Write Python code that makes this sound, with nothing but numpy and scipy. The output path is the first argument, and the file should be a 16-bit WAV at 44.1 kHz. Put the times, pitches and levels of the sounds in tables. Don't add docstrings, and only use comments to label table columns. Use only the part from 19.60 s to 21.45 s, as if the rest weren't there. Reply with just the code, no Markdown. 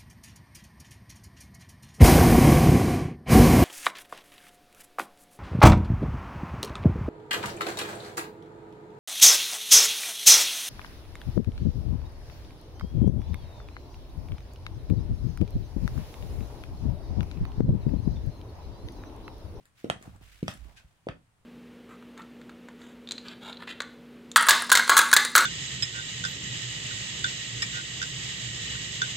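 import sys
import numpy as np
from scipy import signal
from scipy.fft import rfft, irfft
from scipy.io import wavfile
from scipy.ndimage import uniform_filter1d

SR = 44100
rng = np.random.default_rng(int(sys.argv[2]) if len(sys.argv) > 2 else 0)


def store_pcm(level_fs):
    pcm = np.round(np.clip(level_fs, -1, 1) * 32767).astype(np.int16)
    wavfile.write(sys.argv[1], SR, np.atleast_2d(pcm).T)


N = 81585
HIT_SIZE = 12288
HZ, HIT_TIME = np.fft.rfftfreq(HIT_SIZE, 1 / SR), np.arange(HIT_SIZE) / SR
SCENE_HZ, TIME = np.fft.rfftfreq(N, 1 / SR), np.arange(N) / SR


def amp(db):
    return 10 ** (np.asarray(db) / 20)


def unit(x):
    return x / np.sqrt(np.mean(x ** 2) + 1e-20)


def curve(points, hz):
    f, value = np.transpose(points)
    return np.interp(np.log(hz + 1), np.log(f), value)


def delay(s):
    return np.exp(-2j * np.pi * HZ * s)


def lowpass(hz, q):
    s = 1j * HZ / hz
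    return 1 / (1 + s / q + s * s)


def band(hz, q):
    return 1j * HZ / (hz * q) * lowpass(hz, q)


def ring(hz, t60):
    return band(hz, np.pi * hz * t60 / np.log(1000))


def click(eq):
    log_gain = np.log(amp(curve(eq, HZ)))
    mirrored = np.r_[log_gain, log_gain[-2:0:-1]]
    return np.exp(np.conj(signal.hilbert(mirrored))[:len(HZ)])


def grit(decay_s=0.002):
    burst = rng.standard_normal(HIT_SIZE) * np.exp(-HIT_TIME / decay_s)
    return rfft(unit(burst)) / np.sqrt(HIT_SIZE)


def swell(peak, rise, fall, db):
    t = TIME - peak
    return amp(db) * np.exp(-np.where(t < 0, (t / rise) ** 2, t / fall))


def add(mix, s, sound):
    part = mix[:, max(round(s * SR), 0):][:, :sound.shape[1]]
    part += sound[:, :part.shape[1]]


# f/Hz, left-right correlation
CORRELATION = [(25, 1), (70, 0.55), (150, 1), (350, 0), (700, 0.57), (1300, 0), (16000, 0.065)]


def stereo_noise(size):
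    a, b = rfft(rng.standard_normal((2, size)))
    same = curve(CORRELATION, np.fft.rfftfreq(size, 1 / SR))
    mid, side = a * np.sqrt((1 + same) / 2), b * np.sqrt((1 - same) / 2)
    return irfft(np.array([mid + side, mid - side]), size)


def noise(eq):
    return unit(irfft(rfft(stereo_noise(N)) * amp(curve(eq, SCENE_HZ)), N))


# f/Hz, T60/s
ROOM_DECAY = [(60, 0.15), (150, 0.39), (400, 0.22), (1000, 0.23), (2800, 0.2), (7300, 0.24), (15000, .15)]
# f/Hz, level/dB
ROOM_EQ = [(50, 2.5), (200, -3), (600, -5), (1500, -1.5), (2800, 0), (5000, -2.5), (14000, 0)]
# t/s, level/dB
REFLECTIONS = [(.0059, -33), (0.0109, -21.5)]


def in_room(spectrum, left_lag_ms, reverb_db, onset_s=0.0027):
    hz, t, frames = signal.stft(stereo_noise(HIT_SIZE), SR, nperseg=256)
    decay = amp(-60 * t / curve(ROOM_DECAY, hz)[:, None])
    tail = signal.istft(frames * decay, SR, nperseg=256)[1][:, :HIT_SIZE]
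    attack = 1 - np.exp(-(HIT_TIME / onset_s) ** 2)
    tail = unit(tail * attack) / np.sqrt(HIT_SIZE)
    reverb = amp(reverb_db + curve(ROOM_EQ, HZ)) * rfft(tail)
    direct = np.array([delay(left_lag_ms / 1000), delay(0)])
    early = direct * (1 + sum(amp(db) * delay(s) for s, db in REFLECTIONS))
    fade_out = np.minimum(2 * (1 - HIT_TIME / HIT_TIME[-1]), 1) ** 2
    return irfft(spectrum * (early + reverb)) * fade_out


# f/Hz, level/dB
AIR_EQ = [(20, -3), (50, -3.5), (110, 4), (170, -8.5), (400, -15.5), (1200, -15.5), (3000, -22),
          (5500, -28.5), (9000, -25), (12000, -35), (16000, -39.5)]


def room_tone():
    return amp(-68) * noise(AIR_EQ)


def friction(strokes, eq, grain_db=2, grain_s=0.0058):
    grain = unit(uniform_filter1d(rng.standard_normal(N), round(grain_s * SR)))
    texture = unit(noise(eq) * amp(grain_db * grain))
    return texture * sum(swell(*stroke) for stroke in strokes)


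# peak t/s, rise/s, fall/s, level/dB
COAT_STROKES = [(.01, 0.041, 0.071, -71.5), (.195, 0.031, 0.15, -62), (.445, 0.034, 0.1, -62.5),
                (.65, 0.03, 0.029, -65), (.72, 0.073, 0.22, -60), (.905, 0.023, 0.02, -49.5),
                (1.03, 0.21, 0.21, -67)]
# f/Hz, level/dB
CLOTH_EQ = [(150, -6), (900, -8.5), (1500, 3), (2800, 2.5), (4500, -3.5), (9000, -8.5), (15000, -13.5)]


def coat_rustle():
    return friction(COAT_STROKES, CLOTH_EQ)


def thud(body_hz, q, top_hz):
    body = (HZ / body_hz) ** 2 * lowpass(body_hz, q)
    return body * lowpass(top_hz, 1.0) * lowpass(top_hz * 0.76, 0.55)


# t/s, level/dB, body f/Hz, high cut f/Hz
FLOOR_BUMPS = [(.008, -11, 148, 274), (.359, 3, 104, 204), (.412, -10.5, 196, 824), (0.4763, 7, 99, 294),
               (0.502, 2, 83.3, 157), (0.551, -10, 131, 327), (0.612, -8, 87, 417), (0.951, 0, 170, 257),
               (0.974, -6.5, 190.8, 248), (1.053, -9.5, 165, 407), (1.2446, 3.5, 62, 131.5),
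               (1.551, -1.5, 199, 263)]


def floor_bumps():
    out = np.zeros((2, N))
    for s, db, body_hz, top_hz in FLOOR_BUMPS:
        bump = thud(body_hz, q=1.13, top_hz=top_hz)
        add(out, s, amp(db) * in_room(bump, left_lag_ms=0.59, reverb_db=-5.5))
    return out


# t/s, level/dB
CLOTH_TICKS = [(.055, -35), (.426, -28), (.562, -38.5), (.9385, -25.5)]
# f/Hz, level/dB
TICK_EQ = [(200, -7.5), (1500, 10.5), (3500, -3), (8500, 3.5), (15000, -11)]


def clothing_ticks():
    out = np.zeros((2, N))
    for s, db in CLOTH_TICKS:
        add(out, s, amp(db) * in_room(grit() * click(TICK_EQ), left_lag_ms=0.25, reverb_db=-2.5))
    return out


# t/s, level/dB, body f/Hz, high cut f/Hz, left lag/ms, reverb/dB, ring f/Hz, ring level/dB
HEEL_HITS = [(0.2421, 20.5, 261.5, 448, 0.35, -1, 370, -29),
             (0.8266, 22.5, 156.2, 372, 0.27, -6.5, 178.6, -9),
             (1.4685, 11, 186, 684, 0.27, -3.5, 552, 7.5)]


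def heel_thuds():
    out = np.zeros((2, N))
    for s, db, body_hz, top_hz, lag_ms, reverb_db, ring_hz, ring_db in HEEL_HITS:
        body = (HZ / body_hz) ** 2 * lowpass(body_hz, q=0.83)
        board = body - amp(ring_db) * ring(ring_hz, t60=0.031)
        push = np.exp(-(HZ / top_hz) ** 2)
        crunch = amp(-35) * grit() * lowpass(hz=3000, q=0.6)
        blow = (board * push + crunch) * delay(1 / top_hz)
        add(out, s, amp(db) * in_room(blow, lag_ms, reverb_db))
    return out


# peak t/s, rise/s, fall/s, level/dB, f/Hz, left minus right/dB
FLOOR_SWAYS = [(0.318, .03, 0.2, -60, 54.3, -2), (0.501, 0.029, 0.13, -53.5, 93, -5),
               (0.664, 0.1, 0.11, -56.5, 52.1, -10), (1.041, 0.057, 0.055, -49, 54.7, -15),
               (1.508, 0.0086, .04, -54, 54, 1)]


def floor_sway(width_hz=45, roughness=0.6):
    out = np.zeros((2, N))
    for peak, rise, fall, db, hz, pan_db in FLOOR_SWAYS:
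        narrow_band = np.exp(-((SCENE_HZ - hz) / width_hz) ** 2)
        wobble = unit(irfft(rfft(stereo_noise(N)) * narrow_band, N))
        tone = np.sqrt(2) * np.sin(2 * np.pi * hz * (TIME - peak))
        pan = amp([[pan_db / 2], [-pan_db / 2]])
        out += swell(peak, rise, fall, db) * (tone + roughness * wobble) * pan
    return out


# t/s, level/dB, high cut f/Hz, left lag/ms, reverb/dB, floor push/dB,
# second contact delay/ms, second contact/dB, clack/dB, crisp edge/dB
SOLE_HITS = [(0.2999, 9, 9000, 0.3, -7, 16, 1.58, -13, 2.5, -32),
             (.8810, 3, 9300, .19, -4.5, 19.5, 1.6, -12, -13.5, -4.5),
             (1.4872, 0.5, 2874, 0.2, -3.5, 15.5, 0.783, -13.5, -10.5, -9.5)]
# f/Hz, level/dB
SLAP_EQ = [(40, -25), (200, -4), (420, -2.5), (700, 2), (1000, -2), (1700, -3), (2300, -5), (3200, -3),
           (4100, -17), (6000, -14.5), (8500, -9), (11000, -18.5), (16000, -15.5)]
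# f/Hz, level/dB
BOARD_MODES = [(610, -3), (1270, -4.5), (1750, -5), (2560, -8.5), (3130, -2.5), (8500, -8.5)]


def sole_slaps(t60_at_1k=0.02, clack_hz=694, push_late_s=0.0032):
    out = np.zeros((2, N))
    strike = click(SLAP_EQ)
    for hz, db in BOARD_MODES:
        strike += amp(db) * ring(hz, t60_at_1k * np.sqrt(1000 / hz)) * band(hz, q=1)
    clack = band(clack_hz, q=2.3) * amp([[-7], [0]])
    push = thud(body_hz=122, q=1.1, top_hz=184)
    for s, db, top_hz, lag_ms, reverb_db, push_db, again_ms, again_db, clack_db, crisp_db in SOLE_HITS:
        crunch = amp(-9) * grit() * HZ / (HZ + clack_hz)
        contacts = 1 + amp(again_db) * delay(again_ms / 1000) + crunch
        crisp_edge = amp(crisp_db) * grit() * band(hz=4800, q=1.3) ** 2
        slap = strike * contacts + amp(clack_db) * clack + crisp_edge
        high_cut = lowpass(top_hz, q=np.sqrt(0.5)) * lowpass(hz=9800, q=0.48)
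        add(out, s, -amp(db) * in_room(slap * high_cut, lag_ms, reverb_db))
        add(out, s + push_late_s, amp(push_db) * in_room(push, lag_ms, reverb_db=-10.5))
    return out


# peak t/s, rise/s, fall/s, level/dB
RUB_STROKES = [(.472, .035, 0.032, -50), (.555, 0.019, 0.024, -58.5), (.62, 0.014, 0.033, -60.5),
               (1.10, 0.09, 0.11, -59)]
# f/Hz, level/dB
RUB_EQ = [(100, 20), (400, 7), (750, 11.5), (1400, 5), (2500, -11), (12000, -17)]


def sole_rubs():
    return friction(RUB_STROKES, RUB_EQ)


# peak t/s, rise/s, fall/s
SWISH_STROKE = (1.178, .013, .024)
# f/Hz, level/dB
SWISH_EQ = [(200, -51.5), (1300, -18), (1500, 7), (1700, -2.5), (2250, -8), (2540, 0.5), (2850, -4),
            (4200, -8), (8000, -15), (15000, -32)]


def coat_swish(db=-51):
    return friction([(*SWISH_STROKE, db)], SWISH_EQ)


def scene():
    coat = coat_rustle() + clothing_ticks() + coat_swish()
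    floor = floor_bumps() + floor_sway()
    steps = heel_thuds() + sole_slaps() + sole_rubs()
    return room_tone() + coat + floor + steps


def record(dry):
    high_cut = signal.firwin(255, 16000, window=("kaiser", 9), fs=SR)
    return signal.oaconvolve(dry, high_cut[None], "same")


dry = scene()
out = record(dry)
store_pcm(out)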